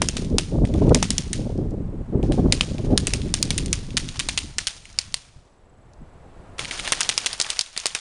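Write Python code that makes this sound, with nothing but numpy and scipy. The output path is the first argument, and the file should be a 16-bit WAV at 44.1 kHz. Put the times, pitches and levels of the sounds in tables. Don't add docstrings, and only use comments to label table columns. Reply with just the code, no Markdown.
import sys
import numpy as np
from scipy import signal
from scipy.fft import rfft, irfft, next_fast_len
from scipy.io import wavfile
from scipy.ndimage import uniform_filter1d

SR = 44100
rng = np.random.default_rng(int(sys.argv[2]) if len(sys.argv) > 2 else 0)


def transcribe(u):
    v = np.clip(np.atleast_2d(u).T, -1, 1)
    q = np.round(v * 32767).astype(np.int16)
    wavfile.write(sys.argv[1], SR, q)


N = 353196
T = np.arange(N) / SR

# time in seconds, crack level in dB over 1 ms, centre of its tone in Hz,
# clack level in dB over 1 ms, lift of the low-mid body in dB.
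STRIKES = [(0.0184, -5.5, 5680, -15.5, 12.5), (0.0862, -8, 5740, -55, -5), (0.168, -16.5, 5000, -24, 8),
           (0.3834, -4.5, 5400, -16, 3), (0.9463, -4, 5740, -16, 4), (1.0268, -6.5, 5650, -18.5, 11.5),
           (1.1048, -7.5, 7000, -24, -5), (1.181, -7, 5170, -23, -8), (1.3307, -13, 8430, -22, -3),
           (2.5234, -1, 6520, -13.5, 0.5), (2.609, -3.5, 3830, -20, 7.5), (2.9766, -2.5, 5160, -25, 4.5),
           (3.0697, -9, 7340, -17, -5), (3.1359, -9, 5840, -22.5, 3), (3.34, -5.5, 5800, -18, -4),
           (3.4272, -3.5, 5600, -30, -9), (3.5051, -10, 5100, -19, -1), (3.579, -11, 6640, -17, -32),
           (3.729, -5.5, 6600, -18, 0), (3.969, -8.5, 4600, -9.5, -3), (4.1932, -14.5, 6700, -12.5, 0),
           (4.2871, -11, 4900, -16, -1), (4.3758, -9, 4030, -12.5, -6.5), (4.5832, -9, 5330, -15.5, 0.5),
           (4.67, -10, 4400, -14.5, -8), (4.9876, -4.5, 5280, -29, -11), (5.142, -8, 5230, -41.5, -6),
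           (6.921, -5, 6170, -9.5, 8), (7.0062, -8, 6700, -11, 1.5), (7.0909, -6.5, 5100, -10.5, 2.5),
           (7.1776, -5, 5570, -18, -4), (7.2605, -9, 5500, -12, -3), (7.4, -7.5, 5600, -22, 4),
           (7.5022, -10, 5640, -21, -14), (7.5918, -5, 5130, -35, -6), (7.7761, -12, 5270, -28, 2),
           (7.857, -8, 5570, -23, 6.5), (7.9493, -11.5, 4580, -19, 6)]
# frequency in Hz, relative density in dB per Hz.
CRACK_TONE = [(150, -23), (400, -1.5), (1000, 1), (1500, -2.5), (2700, 2), (5000, -1), (7000, -1),
              (9000, 1), (11000, -7)]
# frequency in Hz, relative density in dB per Hz.
CLACK_TONE = [(200, -19.5), (600, -16.5), (1200, -10), (2000, 6.5), (3400, 6), (5000, -4), (9000, -0.5),
              (11000, -18)]
# start in seconds, end in seconds, starting level of the rasp in dB.
MOTOR_RUNS = [(6.582, 7.61, -35.5), (7.763, 8.017, -42.5)]
# peak time in seconds, swell in seconds,
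# peak level in dB before the gains in wind() and thumps().
GUSTS = [(.347, 0.029, -14.5), (.619, 0.08, -14.5), (.922, 0.17, -12), (1.601, 0.018, -19),
         (2.176, 0.045, -16.5), (2.3, 0.1, -16.5), (2.444, .09, -16), (2.925, 0.014, -14.5),
         (5.381, .03, -44.5), (6.013, 0.029, -38), (6.178, .03, -43), (6.63, 0.035, -39.5)]


def undb(db):
    return 10 ** (np.asarray(db) / 20)


def unit(x):
    return x / np.sqrt(np.mean(x ** 2))


def one_ms(x):
    return x * np.sqrt(SR / 1000 / np.sum(x ** 2))


def curve(rows):
    return np.interp(T, *np.transpose(rows))


def spectrum_db(points, hz):
    f, db = np.transpose(points)
    return np.interp(np.log(np.maximum(hz, 1)), np.log(f), db)


def colour(x, points):
    size = next_fast_len(len(x))
    gain = undb(spectrum_db(points, np.fft.rfftfreq(size, 1 / SR)))
    return irfft(rfft(x, size) * gain, size)[:len(x)]


def walk(rate):
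    k = max(int(SR / rate), 1)
    held = np.repeat(rng.standard_normal(N // k + 1), k)
    return 1.3 * uniform_filter1d(uniform_filter1d(held, k), k)[:N]


def add(out, s, x):
    i = max(int(s * SR), 0)
    out[i:i + len(x)] += x[:max(N - i, 0)]


def snap(points, centre_hz, focus_db, rise_ms, fall_ms, body_db=0, ring_db=-30, ring_ms=4.5, size=640):
    body_hz = 1520
    ms = np.arange(size) * 1000 / SR
    hz = np.fft.rfftfreq(size, 1 / SR)
    focus = focus_db * np.exp(-2 * np.log2((hz + 1) / centre_hz) ** 2)
    body = body_db / (1 + (hz / body_hz) ** 4)
    gain = undb(spectrum_db(points, hz) + focus + body)
    tone = irfft(rfft(rng.standard_normal(size)) * gain)
    swell = 1 - np.exp(-(ms / rise_ms) ** 2)
    decay = np.exp(-ms / fall_ms) + undb(ring_db) * np.exp(-ms / ring_ms)
    return one_ms(tone * swell * decay)


def firing_times(flight_s=.288, pause_s=.5, first_extra_s=.007):
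    landing = np.array(STRIKES)[:, 0]
    first = np.diff(landing, prepend=landing[0]) > pause_s
    fired = landing - flight_s - first_extra_s * first
    return fired[fired > 0]


def gearbox(grain_db=2.5, grain_rate=600, chatter_db=3.5):
    # frequency in Hz, relative density in dB per Hz.
    gear_tone = [(100, -5), (300, -10), (700, 2), (1400, 3), (2700, 2.5), (5000, 1), (7000, -1.5),
                 (9500, -5), (11000, -17.5)]
    whirr_db, whirr_fade_s = -54.5, 0.45
    sag_db_per_s, stop_s = 3, 0.014
    rasp = rng.standard_normal(N) * undb(grain_db * walk(grain_rate) + chatter_db * walk(70))
    far_power, near = np.zeros(N), np.zeros(N)
    whirr = undb(whirr_db) * np.exp(-(T[:SR] / whirr_fade_s) ** 2)
    for s in [0, *firing_times()]:
        add(far_power, s, whirr ** 2)
    for start, end, db in MOTOR_RUNS:
        stop = np.exp(-np.maximum(T - (end - start), 0) / stop_s)
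        add(near, start, undb(db - sag_db_per_s * T) * stop)
    return unit(colour(rasp, gear_tone)) * np.sqrt(far_power + near ** 2)


def wind_level(fall_base_s=.02, fall_share=0.24):
    # time in seconds, level in dB before the gain in wind().
    breeze = [(0, -23), (.13, -29.5), (.25, -24), (.48, -31.5), (.55, -30.5), (1.0, -22.5), (1.26, -32),
              (1.43, -23), (1.98, -28), (2.07, -31), (2.49, -21), (2.65, -29), (2.8, -22), (3.99, -29),
              (4.08, -35), (4.48, -37.5), (4.73, -49), (5.1, -45.5), (5.53, -58.5), (5.75, -51), (6.8, -43),
              (7.7, -55.5), (8.01, -54.5)]
    power = undb(curve(breeze)) ** 2
    for s, swell_s, db in GUSTS:
        fall_s = fall_base_s + fall_share * swell_s
        shape = np.exp(-np.maximum((s - T) / swell_s, (T - s) / fall_s) ** 2)
        power = power + (undb(db) * shape) ** 2
    return 10 * np.log10(power)


def wind(brighten=0.036, middling_db=-21.5, brightest_db=-18,
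         eddy_limit=1.63, eddy_reach=0.25, eddy_db=3.0, eddy_rate=110, gain_db=-2):
    # frequency in Hz, relative density in dB per Hz.
    buffet_tone = [(12, -16), (27, 0.5), (60, -2.5), (110, -4), (200, -5), (320, -11), (480, -18),
                   (750, -34.5), (1200, -53), (2400, -87.5)]
    gust_db = wind_level()
    eddies = eddy_limit * np.tanh(walk(eddy_rate) / eddy_limit)
    gust_reach = brighten * (np.minimum(gust_db, brightest_db) - middling_db)
    stretch = np.exp(gust_reach + eddy_reach * eddies)
    size = next_fast_len(N)
    noise, hz = rfft(rng.standard_normal(size)), np.fft.rfftfreq(size, 1 / SR)
    out, power = 0, 0
    for centre in 16 * 2 ** np.arange(0, 7.5, .5):
        offset = np.clip(2 * np.log2((hz + 1e-9) / centre), -1, 1)
        band = irfft(noise * np.cos(np.pi / 2 * offset) ** 2, size)[:N]
        gain = undb(spectrum_db(buffet_tone, centre / stretch))
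        out = out + band * gain
        power = power + np.var(band) * gain ** 2
    return out / np.sqrt(power) * undb(gust_db + gain_db + eddy_db * eddies)


def hush():
    # time in seconds, level in dB.
    hush_level = [(0, -51), (1.3, -53), (2.5, -46), (5.2, -61.5), (6, -52.5), (6.55, -46.5), (7, -42),
                  (8.01, -71)]
    # frequency in Hz, relative density in dB per Hz.
    hush_tone = [(30, 7.5), (100, -3.5), (300, 0), (700, -1), (1100, -7), (1800, -14.5), (3000, -22),
                 (5500, -29.5), (8200, -29), (11000, -35)]
    noise = unit(colour(rng.standard_normal(N), hush_tone))
    return noise * undb(curve(hush_level) + 0.32 * walk(7.1))


def whine(centre_hz=7760, half_width_hz=90, pulses_per_s=25, level_db=-80, order=2):
    edges_hz = [centre_hz - half_width_hz, centre_hz + half_width_hz]
    band = signal.butter(order, edges_hz, "bandpass", fs=SR, output="sos")
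    pulse = np.sin(np.pi * pulses_per_s * T) ** 4
    return undb(level_db) * unit(signal.sosfilt(band, rng.standard_normal(N)) * pulse)


def strikes(rattle_db=-7, rattle_ms=10, count=3):
    clack_soon_ms, clack_late_ms, lag_range_db = 2.1, 4.7, 12
    echo_db, echo_per_crack, echo_per_clack = -19, 0.15, 0.25
    direct, sent = np.zeros(N), np.zeros(N)
    for s, crack_db, centre_hz, clack_db, body_db in STRIKES:
        crack = snap(CRACK_TONE, centre_hz, focus_db=10.5, rise_ms=0.69, fall_ms=0.44,
                     body_db=body_db, ring_db=-24.0, ring_ms=3.03)
        add(direct, s, undb(crack_db) * crack)
        lag_ms = np.interp(clack_db - crack_db, [-lag_range_db, 0], [clack_soon_ms, clack_late_ms])
        clack_s = s + lag_ms / 1000
        clack = snap(CLACK_TONE, centre_hz, focus_db=1, rise_ms=0.91, fall_ms=1.2, body_db=body_db)
        add(direct, clack_s, undb(clack_db) * clack)
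        for late in rng.uniform(0.16, 1, count):
            knock_hz = centre_hz * rng.uniform(0.28, 1)
            knock = snap(CLACK_TONE, knock_hz, focus_db=-6, rise_ms=0.25, fall_ms=1.0, body_db=body_db)
            add(direct, clack_s + late * rattle_ms / 1000, undb(clack_db + rattle_db - 1.7 * late) * knock)
        add(sent, s, undb([echo_db + echo_per_crack * crack_db + echo_per_clack * clack_db]))
    return np.array([direct, sent])


def trunks(x):
    # delay in milliseconds, gain in dB.
    trunk_echoes = [(12, -29.5), (22.6, -27), (26.6, -24.5), (52.5, -41)]
    out = np.zeros(N)
    for ms, db in trunk_echoes:
        add(out, ms / 1000, undb(db) * x)
    return out


def wood(sent, early_t60=0.31, late_t60=1.2, late_db=-10, gain_db=5.5):
    # frequency in Hz, relative density in dB per Hz.
    wood_tone = [(200, -21), (700, -8.5), (1500, -6), (2400, -2), (3400, 0.5), (5000, 0), (7000, -2),
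                 (9000, -4), (11000, -15.5)]
    out, t = np.zeros(N), np.arange(SR) / SR
    tail = undb(-60 * t / early_t60) + undb(late_db - 60 * t / late_t60)
    decay = tail * (1 - np.exp(-t / 0.0017))
    for i in np.flatnonzero(sent):
        sizes = np.minimum(rng.exponential(size=900), 3.5)
        contrast_db = 1.5 + 2.8 * np.exp(-t / .12)
        patches_db = np.interp(t, np.linspace(0, 1, len(sizes)), sizes) * contrast_db
        scatter = colour(rng.standard_normal(len(t)) * undb(patches_db), wood_tone)
        add(out, i / SR, sent[i] * one_ms(scatter * decay))
    return undb(gain_db) * out


def ricochets(centre_hz=5400, wood_db=-22, scatter_db=3):
    # time in seconds, level in dB over 1 ms.
    glances = [(0.2215, -36), (.247, -32), (1.5775, -44.5), (1.708, -46), (3.6599, -21.5), (4.172, -31),
               (4.928, -39.5), (5.935, -49), (6.6486, -44), (6.737, -29), (7.032, -14.5), (7.272, -18),
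               (7.3305, -16.5), (7.414, -7.5), (7.4225, -17), (7.6105, -10), (7.8006, -23), (7.8662, -10)]
    stray_db, stray_soon_s, stray_late_s = -39.5, 0.037, .15
    direct, sent = np.zeros(N), np.zeros(N)
    strays = []
    for s, *_ in STRIKES:
        stray_s = s + rng.uniform(stray_soon_s, stray_late_s)
        strays.append((stray_s, stray_db + scatter_db * rng.standard_normal()))
    for s, db in [*glances, *strays]:
        click = snap(CRACK_TONE, centre_hz, focus_db=15.5, rise_ms=0.23, fall_ms=0.15, body_db=-9, ring_db=-31)
        add(direct, s, undb(db) * click)
    for s, db in glances:
        add(sent, s, undb([db + wood_db]))
    return np.array([direct, sent])


def far_gun(report_db=-31.5, report_hz=3580, wood_db=-9.5, scatter_db=5.1):
    direct, sent = np.zeros(N), np.zeros(N)
    for s in firing_times():
        db = report_db + scatter_db * rng.standard_normal()
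        centre_hz = report_hz * np.exp(.25 * rng.standard_normal())
        report = snap(CLACK_TONE, centre_hz, focus_db=2.5, rise_ms=0.65, fall_ms=1.3)
        add(direct, s, undb(db) * report)
        add(sent, s, undb([db + wood_db]))
    return np.array([direct, sent])


def thumps(pitch_hz=380, width_ms=4, gain_db=1, soften=0.038, size=1024):
    out, t = np.zeros(N), (np.arange(size) - size / 2) / SR
    strongest_db = max(db for *_, db in GUSTS)
    for s, _, db in GUSTS:
        hz = pitch_hz * np.exp(soften * (db - strongest_db)) * rng.uniform(.85, 1.3)
        swing = np.sin(2 * np.pi * (hz * t + rng.random()))
        add(out, s + t[0], undb(db + gain_db) * swing / np.cosh(2000 * t / width_ms))
    return out


def near_gun(centre_hz=3400, wood_db=-9, scatter_db=3):
    # time in seconds, level in dB over 1 ms.
    pops = [(6.592, -16), (6.7103, -16.5), (6.7964, -17.5), (6.8756, -14), (7.7637, -23)]
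    clatter_per_s, clatter_over_rasp_db = 16, 10.5
    direct, sent = np.zeros(N), np.zeros(N)
    for s, db in pops:
        pop = snap(CLACK_TONE, centre_hz, focus_db=1.5, rise_ms=0.29, fall_ms=3.1, body_db=18)
        add(direct, s, undb(db) * pop)
        add(sent, s, undb([db + wood_db]))
    for start, end, db in MOTOR_RUNS:
        for s in rng.uniform(start, end, int((end - start) * clatter_per_s)):
            click = snap(CLACK_TONE, centre_hz, focus_db=8.0, rise_ms=0.35, fall_ms=0.89)
            click_db = db + clatter_over_rasp_db + scatter_db * rng.standard_normal()
            add(direct, s, undb(click_db) * click)
    return np.array([direct, sent])


def scene(notch_hz=7740, notch_q=16):
    direct, sent = strikes() + ricochets() + far_gun() + near_gun()
    guns = direct + trunks(direct) + wood(sent) + gearbox()
    guns = signal.lfilter(*signal.iirnotch(notch_hz, notch_q, fs=SR), guns)
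    return (guns + wind() + thumps() + hush() + whine())[None]


def record(dry, ceiling=1.0, top_hz=10900):
    rounded = ceiling * np.tanh(dry / ceiling)
    return signal.sosfilt(signal.ellip(10, .2, 70, top_hz, fs=SR, output="sos"), rounded)


dry = scene()
out = record(dry)
transcribe(out)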